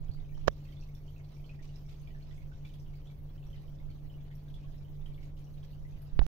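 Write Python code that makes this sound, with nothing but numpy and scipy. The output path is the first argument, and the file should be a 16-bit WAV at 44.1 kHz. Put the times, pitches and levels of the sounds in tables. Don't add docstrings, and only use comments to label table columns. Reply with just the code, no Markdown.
import sys
import numpy as np
from scipy import signal
from scipy.fft import rfft, irfft
from scipy.io import wavfile
from scipy.ndimage import uniform_filter1d

SR = 44100
rng = np.random.default_rng(int(sys.argv[2]) if len(sys.argv) > 2 else 0)


def to_linear_factor(level_db):
    exponent = np.asarray(level_db, float) / 20
    return 10 ** exponent


def generate_wav(signal):
    frames = np.transpose(np.atleast_2d(signal))
    scaled = np.clip(frames, -1, 1) * 32767
    pcm = np.round(scaled).astype(np.int16)
    wavfile.write(sys.argv[1], SR, pcm)


N = 277653
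STOP_S = 6.2656


def evened(x):
    return x / np.sqrt(np.mean(x ** 2) + 1e-20)


def read(points, hz):
    f, value = np.transpose(points)
    return np.interp(np.log(hz + 1), np.log(f + 1), value)


def add(mix, start_s, sound):
    part = mix[..., max(round(start_s * SR), 0):][..., :sound.shape[-1]]
    part += sound[..., :part.shape[-1]]


def sides(pan_db):
    return to_linear_factor(np.array([[.5], [-.5]]) * pan_db)


def drift(rate_hz):
    t = np.arange(N) / SR
    knots_s = np.arange(0, N / SR + 1, 1 / rate_hz)
    curve = np.interp(t, knots_s, rng.standard_normal(len(knots_s)))
    return evened(uniform_filter1d(curve, 2000))


def coloured(points):
    spectrum = rfft(rng.standard_normal(N))
    return evened(irfft(spectrum * to_linear_factor(read(points, np.fft.rfftfreq(N, 1 / SR))), N))


# shaft order, mains order, rms level in dB, left minus right in dB.
PUMP_TONES = [(2, 0, -57.5, -1.5), (0, 2, -98.5, 0.5), (3, 0, -58, 1), (1, 2, -48.5, -0.5),
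              (0, 3, -95.5, 3), (0, 6, -75.5, 10.5), (0, 8, -78, -2.5), (0, 11, -79.5, -2),
              (0, 13, -81.5, 3.5)]


def pump():
    shaft_hz, mains_hz, in_step_s = 46.774, 49.99, .619
    sway_hz, sway_db = 25.74, -49.5
    t = np.arange(N) / SR - in_step_s
    out = to_linear_factor(sway_db + 0.35 * drift(11.0)) * np.cos(2 * np.pi * sway_hz * t) * sides(-1.2)
    for shaft, mains, db, pan_db in PUMP_TONES:
        tone = np.cos(2 * np.pi * (shaft * shaft_hz + mains * mains_hz) * t)
        wander_db = .7 + 1.5 * (db < -70)
        out = out + to_linear_factor(db + wander_db * drift(3.)) * tone * sides(pan_db)
    return np.sqrt(2) * out


# frequency in Hz, level in dB per Hz.
WASH_SPECTRUM = [(10, -4), (30, -5.5), (75, -9.5), (125, -18), (200, -21.5), (357, -29.5), (642, -32.5),
                 (1530, -46.5), (2990, -50), (5680, -54), (7900, -62), (11000, -62), (13000, -55.5),
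                 (16000, -55)]
# frequency in Hz, left-right correlation from -1 to 1.
PORT_LIKENESS = [(60, 1), (150, 0.96), (380, 1), (950, -0.14), (2380, 0.061), (5980, 0.27), (15000, 0.17)]
# frequency in Hz, left minus right in dB.
PORT_BALANCE = [(60, 3), (130, -2.5), (290, 0), (640, -2), (1410, -0.5), (3100, -2), (6820, -2),
                (15000, 7.5)]


def wash():
    frames, hz = N // 256 + 5, np.fft.rfftfreq(1024, 1 / SR)
    a, b, c, d, patches, flicker = rng.standard_normal((frames, 513, 6)).T
    patches = evened(uniform_filter1d(uniform_filter1d(patches, 14, 0), 6, 1))
    flicker = evened(uniform_filter1d(uniform_filter1d(flicker, 200, 0), 3, 1))
    surge_db = 3.0 * patches + 2.3 * flicker
    watery = np.interp(hz, [0, 2500, 6000, 8000, 11000, 13000], [0.027, 1, 1, .4, 0.65, 1.2])[:, None]
    same = np.clip(read(PORT_LIKENESS, hz), -1, 1)[:, None]
    left = a + 1j * b
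    right = same * left + np.sqrt(1 - same ** 2) * (c + 1j * d)
    z = np.array([left, right])
    z *= to_linear_factor(read(WASH_SPECTRUM, hz)[:, None] + watery * surge_db)
    z *= to_linear_factor(np.array([.5, -.5])[:, None, None] * read(PORT_BALANCE, hz)[:, None])
    return to_linear_factor(-50) * evened(signal.istft(z, nperseg=1024, noverlap=768)[1][:, :N])


# frequency in Hz, 60 dB decay time in s.
ROOM_DECAY = [(1000, 0.0732), (3000, 0.18), (7000, 0.22), (14000, 0.14)]


def room(x):
    taps = np.zeros((2, SR // 2))
    at = np.arange(120, SR // 2 - 20, 20) + rng.integers(0, 20, (2, (SR // 2 - 121) // 20))
    np.put_along_axis(taps, at, rng.choice([-1., 1.], at.shape), 1)
    hz, t, z = signal.stft(taps, SR, nperseg=256)
    fading = z * to_linear_factor(-60 * t / read(ROOM_DECAY, hz)[:, None])
    tail = signal.istft(fading, SR, nperseg=256)[1]
    return signal.fftconvolve(x, tail / np.linalg.norm(tail[0]), axes=1)[:, :N]


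# time in s, rumble level in dB.
GRIP_LEVEL = [(0.0, -44.5), (0.1, -46.5), (0.25, -50.5), (0.49, -44), (0.6, -64), (1.07, -61.5),
              (2.11, -55.5), (2.41, -56), (3.26, -55.5), (3.35, -57), (3.46, -53.5), (3.86, -47.5),
              (4.26, -54.5), (4.38, -60), (4.54, -52.5), (5.15, -49.5), (5.3, -57), (6.1, -52)]
# frequency in Hz, level in dB per Hz.
RUB_SPECTRUM = [(8, 5), (20, 15), (50, -4), (100, -27), (300, -20), (1000, -82), (3000, -122)]
# start in s, size re full scale, pitch in Hz, 60 dB decay in s,
# abruptness from 0 (swing) to 1 (step).
CASE_JOLTS = [(.0935, -.09, 62, .045, 0), (.4745, .07, 420, .03, 0), (.4793, -.25, 570, .02, 0),
              (.4795, .18, 1680, .012, 0), (6.125, .06, 14, .2, 0), (.4796, -.58, 1120, .007, 0),
              (.4801, .25, 760, .005, 0), (.4802, -.2, 150, .02, 0), (.4828, -.06, 900, .01, 0),
              (.4809, -.5, 540, .006, 0), (.4823, .09, 35, .08, .4), (6.163, -.12, 18, .17, 0),
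              (6.1918, .27, 50, .13, .36), (6.1918, .11, 15, .15, .8), (6.208, .15, 28, .1, 0),
              (6.2161, .06, 1000, .006, 0), (6.2172, .07, 750, .007, 0), (6.22, -.21, 30, .12, 0),
              (6.23, -.09, 10.5, .3, 0)]
# peak time in s, level in dB, 60 dB rise in s, 60 dB fall in s,
# low-pass corner in Hz.
SKIN_SLIPS = [(.008, -60, .004, .006, 3000), (.048, -62, .003, .004, 7000), (.137, -60, .002, .003, 5500),
              (.147, -58, .006, .008, 1500), (.377, -55, .008, .008, 1200), (.38, -58, .002, .003, 6000),
              (.4135, -54, .002, .004, 2500), (.441, -58, .003, .004, 1500), (4.305, -58, .003, .004, 2000),
              (4.573, -58, .003, .004, 1800), (.482, -29, .014, .010, 6300), (.481, -43, .012, .012, 15700),
              (.482, -29, .016, .011, 2700), (6.193, -39, .002, .016, 4400), (6.195, -38, .004, .016, 1800),
              (6.232, -59, .04, .1, 6300), (6.1925, -60, .001, .004, 15700)]


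def hand():
    quiet_db, swing_rise_s, lead_s = -56, .0002, .04
    t = np.arange(N) / SR
    out = coloured(RUB_SPECTRUM) * to_linear_factor(np.interp(t, *np.transpose(GRIP_LEVEL), right=quiet_db) + 7.5)
    u = t[:SR // 2]
    for s, size, hz, t60_s, abrupt in CASE_JOLTS:
        swing = np.sin(2 * np.pi * hz * u + np.pi / 2 * abrupt)
        onset = 1 - (abrupt == 0) * np.exp(-u / swing_rise_s)
        add(out, s, size * swing * to_linear_factor(-60 * u / t60_s) * onset)
    out = signal.sosfilt(signal.butter(20, 4800, fs=SR, output="sos"), out)
    dip = signal.butter(1, (8150, 11950), "bandstop", fs=SR)
    u = t[:8000] - lead_s
    for s, db, rise_s, fall_s, dull_hz in SKIN_SLIPS:
        dull = signal.butter(8, dull_hz, fs=SR, output="sos")
        noise = signal.sosfilt(dull, rng.standard_normal(len(u)))
        noise = signal.lfilter(*dip, noise)
        shape = to_linear_factor(db - 60 * np.maximum(-u / rise_s, u / fall_s) ** 1.6)
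        add(out, s - lead_s, evened(noise) * shape)
    return out


# start in s, peak in dB.
SPRAY_PUFFS = [(0.6775, -66), (0.7079, -59), (0.9419, -51), (1.3175, -60), (1.377, -59), (1.4133, -59.5),
               (1.7575, -66), (2.0114, -55), (2.37, -57.5), (2.6714, -56), (2.7365, -57), (2.873, -59.5),
               (3.1379, -61), (3.1858, -55), (3.3928, -60), (3.4487, -60), (3.5, -55), (3.6183, -57),
               (4.0603, -70), (4.3491, -49), (4.5372, -58), (4.7213, -60), (4.9548, -64), (5.062, -59),
               (5.2401, -60), (5.3938, -56), (5.5374, -56), (5.8662, -62), (6.018, -47)]


def spray():
    out, t = np.zeros((2, N)), np.arange(4000) / SR
    for (s, db), u in zip(SPRAY_PUFFS, rng.random(len(SPRAY_PUFFS))):
        band = signal.butter(5, [8000 + 3000 * u, 14800], "bandpass", fs=SR, output="sos")
        hiss = evened(signal.sosfilt(band, rng.standard_normal((2, 4000))))
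        add(out, s, hiss * to_linear_factor(db - 23.5 - 60 * t / 0.16) * sides(17.0))
    return out


# start in s, length in s, level in dB.
GUSHES = [(0.134, 0.051, -78), (0.635, 0.1, -74), (0.81, 0.053, -81), (1.619, 0.13, -69.5),
          (1.754, 0.037, -86), (1.885, 0.073, -67.5), (2.3, 0.058, -75), (2.647, 0.059, -68),
          (2.734, 0.025, -71), (3.53, 0.14, -80), (4.32, 0.036, -98), (4.479, 0.04, -76),
          (5.051, 0.033, -73), (5.211, 0.082, -71), (5.366, 0.082, -74), (5.632, 0.032, -67)]


def splashes():
    rise_s, lumpiness_db, pan_db = 0.0084, 2.5, -2
    out, t = np.zeros((2, N)), np.arange(SR // 4) / SR
    band = signal.butter(2, [1920, 5300], "bandpass", fs=SR, output="sos")
    for s, length_s, db in GUSHES:
        noise, lumps = rng.standard_normal((2, 2, len(t)))
        lumps_db = lumpiness_db * evened(uniform_filter1d(lumps[0], size=300))
        shape = np.minimum(t / rise_s, 1) * to_linear_factor(db + lumps_db - 10 * (t / length_s) ** 2)
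        add(out, s, evened(signal.sosfilt(band, noise)) * shape * sides(pan_db))
    return out


def bubble(hz, cycles, glide):
    turns = hz * np.arange(1500) / SR
    ring = np.sin(2 * np.pi * turns * (1 + glide * turns / cycles))
    return ring * np.exp(-turns / cycles) * (1 - np.exp(-turns / 2.5))


# time in s, level in dB about the mean.
FLOW_LEVEL = [
    (0.0, 2.5),
    (1.5, 4),
    (1.9, 1.5),
    (2.7, 3.5),
    (3.2, -7),
    (3.56, 3),
    (3.75, -2.5),
    (4.97, -4.5),
    (6.2, 1),
]


def trickle():
    busy = to_linear_factor(np.interp(np.arange(N) / SR, *np.transpose(FLOW_LEVEL)))
    out, clump = np.zeros((2, N)), to_linear_factor(4.3 * np.clip(drift(25.), -2, 2))
    born = rng.random(N) < 500 * clump / SR
    pick = rng.integers(0, 48, N)
    size = to_linear_factor(4.0 * np.minimum(rng.exponential(1, N), 2.5)) * born
    for k, hz in enumerate(np.geomspace(1700, 9000, 48)):
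        grain = to_linear_factor(read(WASH_SPECTRUM, hz)) * np.sqrt(hz) * bubble(hz, 11.0, 0.024)
        grains = signal.oaconvolve(size * busy * (pick == k), grain)[:N]
        out += grains * sides(8.0 * read(PORT_BALANCE, hz) + 5 * rng.standard_normal())
    return to_linear_factor(-81.5) * evened(out)


LESSER_PAN_DB = -3.5
# pitch in Hz, typical peak in dB.
FAVOURED_SIZES = [(1850, -84), (2320, -80), (3020, -79), (3600, -80), (4400, -82), (5500, -81), (6250, -84)]


def lesser():
    drops_per_s, pitch_spread, level_spread_db = 16, 0.019, 5
    u = rng.random((int(drops_per_s * STOP_S), 4))
    picked = (u[:, 1] * len(FAVOURED_SIZES)).astype(int)
    hz, db = np.array(FAVOURED_SIZES)[picked].T
    s = (np.arange(len(u)) + u[:, 0]) / drops_per_s
    hz = hz * (1 + pitch_spread * (2 * u[:, 2] - 1))
    db = db + level_spread_db * (2 * u[:, 3] - 1)
    return [(*row, LESSER_PAN_DB) for row in zip(s, hz, db)]


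# start in s, pitch # in Hz, peak in dB, left minus right in dB.
BUBBLES = [(.175, 2150, -63, 0), (.292, 2340, -62.5, 9), (0.653, 2570, -63, -9),
           (.727, 2200, -62.5, -9), (.824, 2660, -63, -3), (.887, 2160, -65, -12),
           (1.162, 2610, -62, -6), (1.397, 2410, -66.5, 0), (1.493, 2490, -54, -2),
           (1.546, 2420, -64, -11), (1.591, 1860, -60.5, -16), (1.626, 2320, -65, -3),
           (2.073, 2350, -56.5, -6), (2.148, 1760, -57.5, -2), (2.309, 1950, -64.5, -10),
           (2.378, 2200, -63, -16), (2.418, 2170, -61.5, -8), (2.649, 2330, -56, 0),
           (2.936, 2200, -63, -4), (3.1, 2270, -63.5, -3), (3.427, 2670, -66, 1),
           (3.799, 2130, -64.5, 3), (4.313, 1990, -59.5, 2), (4.477, 1600, -66, 6),
           (4.743, 1870, -67.5, 7), (5.061, 1870, -66, 1), (5.178, 2220, -61, 2),
           (5.228, 2200, -61, 0), (5.636, 1690, -69, -11), (5.85, 1970, -62, 6),
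           (.2, 3580, -63, -3), (.349, 3070, -63, -11), (.514, 3500, -66, -5),
                    (.721, 3120, -63, -10), (.768, 3510, -61.5, -13), (.949, 3560, -64.5, -0.5),
                    (1.08, 3100, -64, -9), (1.443, 3120, -61, -13), (1.691, 2820, -60.5, -17),
                    (1.741, 3900, -66, -7), (1.889, 3600, -64, -7), (1.941, 3500, -63, -4),
                    (2.548, 3820, -77, -19), (2.65, 3410, -60, -14), (2.675, 3550, -67, -12),
                    (2.741, 3290, -60, -17), (3.071, 3390, -57.5, -8), (3.378, 3030, -65.5, -7),
                    (3.53, 3090, -62, -9), (3.564, 3680, -66, -5), (3.68, 3140, -65, -7),
                    (3.914, 3130, -64, -12), (4.14, 2900, -63.5, -7), (4.501, 3160, -66, -3),
                    (4.541, 3440, -55.5, -8), (4.564, 3510, -65.5, -15), (5.06, 3150, -57.5, -6),
                    (5.145, 3450, -61.5, -8), (5.63, 3270, -59.5, -4), (5.734, 2820, -68.5, 1),
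           (0.136, 4570, -61, 4), (.512, 5670, -66, -17), (.64, 4320, -66, -9),
                 (.723, 4480, -65, -16), (.81, 5600, -62, -18), (.835, 4260, -68.5, 1),
                 (.951, 5500, -62, -9), (1.245, 4200, -66, -7), (1.342, 5600, -66, -11),
                 (1.462, 4300, -63, -11), (1.625, 6030, -62.5, -14), (1.649, 4600, -77, -5),
                 (1.759, 5280, -59, -9), (1.863, 5470, -65, -8), (1.911, 4660, -67, -11),
                 (1.961, 4630, -68, -11), (1.996, 6300, -67.5, -13), (2.225, 4250, -62, -5),
                 (2.343, 7900, -68, -19), (2.674, 5400, -81, -1), (2.799, 5300, -61, -2),
                 (2.954, 4610, -63, 0), (3.466, 5600, -67, -5), (3.615, 4140, -68, -11),
                 (3.903, 4360, -65, 4), (4.353, 5540, -67, -2), (4.782, 5340, -64.5, -1),
                 (5.256, 6400, -67, 2), (5.443, 5700, -63, 0), (5.646, 5570, -71, -5),
           (0.094, 2420, -79, 6), (0.107, 2450, -71, 0), (0.245, 3120, -69, -10), (0.315, 2350, -70, 10),
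              (0.323, 1840, -66, -4), (0.371, 1660, -67, -13), (0.436, 1820, -73, 9),
              (0.604, 2920, -69, -12), (0.67, 2090, -67.5, -17), (0.688, 1940, -64, -4),
              (1.438, 2290, -75, -9), (1.644, 2940, -69, -12), (1.852, 2260, -73, -11),
              (1.884, 2200, -67, -12), (1.939, 2370, -71, -3), (1.949, 2860, -73, -7),
              (2.103, 1930, -67, -9), (2.106, 2970, -68, -5), (2.206, 2260, -66, -8),
              (2.248, 3130, -76, -5), (2.458, 2450, -75, 13), (2.516, 1500, -61, -5),
              (2.694, 3030, -67, -2), (3.539, 2020, -67, 2), (3.637, 2340, -70, 0), (4.046, 1940, -72, 9),
              (4.097, 3000, -68, -4), (4.182, 2290, -70, 10), (4.467, 2300, -71, 8), (4.599, 2420, -71, 2),
              (4.632, 2520, -68, -8), (4.807, 2360, -72, 5), (4.883, 3100, -69, -7), (5.017, 2270, -75, 14),
              (5.04, 2030, -72, -1), (5.081, 2370, -68, 6), (5.12, 2280, -68, 0), (5.177, 2970, -65, -0.5),
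              (5.227, 2920, -67, -7), (5.368, 2930, -70, -1), (5.469, 2910, -71, 1), (5.475, 2370, -81, 5),
              (5.73, 2950, -68, -2), (5.922, 2570, -73, 4), (5.995, 1940, -71, 9), (6.008, 2920, -74, -5),
              (6.015, 2440, -76, 3), (6.075, 2540, -76, 0)]
# start in s, pitch in Hz, peak in dB.
LESSER_DROPS = [(.03, 3500, -73), (.083, 3300, -70), (.207, 2010, -71), (1.64, 1130, -67),
                (3.64, 1110, -65.5), (4.31, 1810, -65), (4.64, 1110, -65), (.249, 2520, -71),
                (0.44, 1860, -80), (.687, 3200, -64), (.801, 4400, -61), (1.197, 2160, -66),
                (1.249, 3490, -74), (1.32, 3900, -67), (1.365, 2324, -66), (1.677, 3950, -72),
                (1.903, 2600, -73), (2.074, 3240, -65), (2.211, 3000, -68), (2.31, 3480, -65.5),
                (2.864, 2890, -68), (3.292, 3250, -67), (3.439, 3580, -67), (3.502, 3270, -67),
                (3.561, 1815, -66), (3.575, 2960, -66), (3.787, 3570, -66.5), (3.898, 2280, -67),
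                (4.1, 3070, -67), (4.313, 3080, -69), (4.67, 1610, -65.5), (4.848, 3030, -65),
                (5.013, 3530, -69), (5.541, 4110, -67), (5.713, 3730, -65), (4.207, 3400, -66),
                (3.057, 3120, -67), (3.017, 3050, -70), (1.18, 2480, -67), (1.095, 3200, -69),
                (2.897, 2880, -76), (3.187, 2110, -69), (4.252, 2950, -71.5), (4.33, 2030, -69),
                (4.662, 3200, -68), (2.965, 2200, -76), (3.188, 12500, -81), (3.216, 12500, -79),
                (0.04, 6740, -76), (0.114, 4350, -59), (0.242, 6250, -76), (0.344, 5470, -68),
               (0.374, 5600, -67.5), (0.395, 7020, -74), (0.715, 5560, -72), (0.836, 4530, -69),
               (0.837, 7020, -81), (0.875, 5900, -74), (0.916, 5990, -74), (1.065, 5500, -68),
               (1.181, 6500, -67), (1.242, 3450, -76), (1.315, 6130, -76), (1.554, 4610, -72),
               (1.609, 3600, -74), (1.676, 5950, -67), (1.754, 6160, -73), (1.775, 6160, -80),
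               (1.85, 6160, -75), (1.905, 5900, -68), (1.969, 6300, -69), (2.184, 6250, -75),
               (2.248, 5450, -75), (2.304, 5640, -78), (2.365, 6250, -70), (2.476, 6250, -73),
               (2.541, 3680, -73), (2.606, 7100, -79), (2.669, 6040, -78), (2.671, 3730, -72),
               (2.67, 5530, -75), (2.679, 4630, -72), (2.737, 3660, -62), (2.773, 3580, -75),
               (2.793, 5990, -75), (3.114, 3320, -65.5), (3.56, 4180, -67), (3.596, 4140, -71),
               (3.708, 7110, -78), (3.715, 5640, -72), (3.909, 3540, -70), (4.307, 3550, -73),
               (4.483, 3600, -64), (4.487, 6250, -73), (4.555, 4350, -71), (4.586, 4610, -73),
               (4.721, 3550, -66.5), (5.056, 3620, -69), (5.137, 4270, -67), (5.14, 7110, -81),
               (5.391, 5600, -69), (5.391, 6200, -74), (5.531, 6160, -73), (5.58, 3780, -67.5),
               (5.642, 5600, -75), (5.642, 6200, -80), (5.911, 6350, -73), (6.075, 5300, -69)]


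def drips():
    out, source, t = np.zeros((2, N)), np.zeros((2, N)), np.arange(1500) / SR
    rows = BUBBLES
    rows = rows + [(*row, LESSER_PAN_DB) for row in LESSER_DROPS] + lesser()
    for (s, hz, db, pan_db), (u, v, w) in zip(rows, rng.random((len(rows), 3))):
        ring = bubble(hz * (1 - .04 * v), 5.5 + 7 * u, .03 * v)
        ring += .5 * np.roll(bubble(hz * (.86 + .22 * w), 5., .04), int(500 * v))
        band = signal.butter(1, [.78 * hz, 1.35 * hz], "bandpass", fs=SR)
        splash = evened(signal.lfilter(*band, rng.standard_normal(1500)))
        ring += 0.12 * splash * to_linear_factor(-60 * t / 0.039)
        ring *= to_linear_factor(db + 7.5)
        pan_db = np.clip(pan_db, -16, 16)
        gains = sides(pan_db)
        add(out, s, ring * gains / np.sqrt(np.sum(gains ** 2) / 2))
        add(source, s, ring * sides(0.39 * pan_db))
    return out, source


def scene():
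    left_early_samples = 14
    near, source = drips()
    small = trickle()
    reverb = to_linear_factor(-1.0) * room(source + small)
    air = pump() + wash() + spray() + near + small + reverb + splashes()
    return np.array([np.roll(air[0], -left_early_samples), air[1] + hand()])


def low_pass(x):
    return signal.sosfilt(signal.butter(12, 16510, fs=SR, output="sos"), x)


def record(dry):
    edge = signal.firwin(511, 15700, window=("kaiser", 9), fs=SR)
    limited = signal.oaconvolve(dry, edge[None], "same")
    n = np.arange(N)
    mix = limited * np.minimum(n / 200, 1) * (n < STOP_S * SR)
    return low_pass(mix)


dry = scene()
out = record(dry)
generate_wav(out)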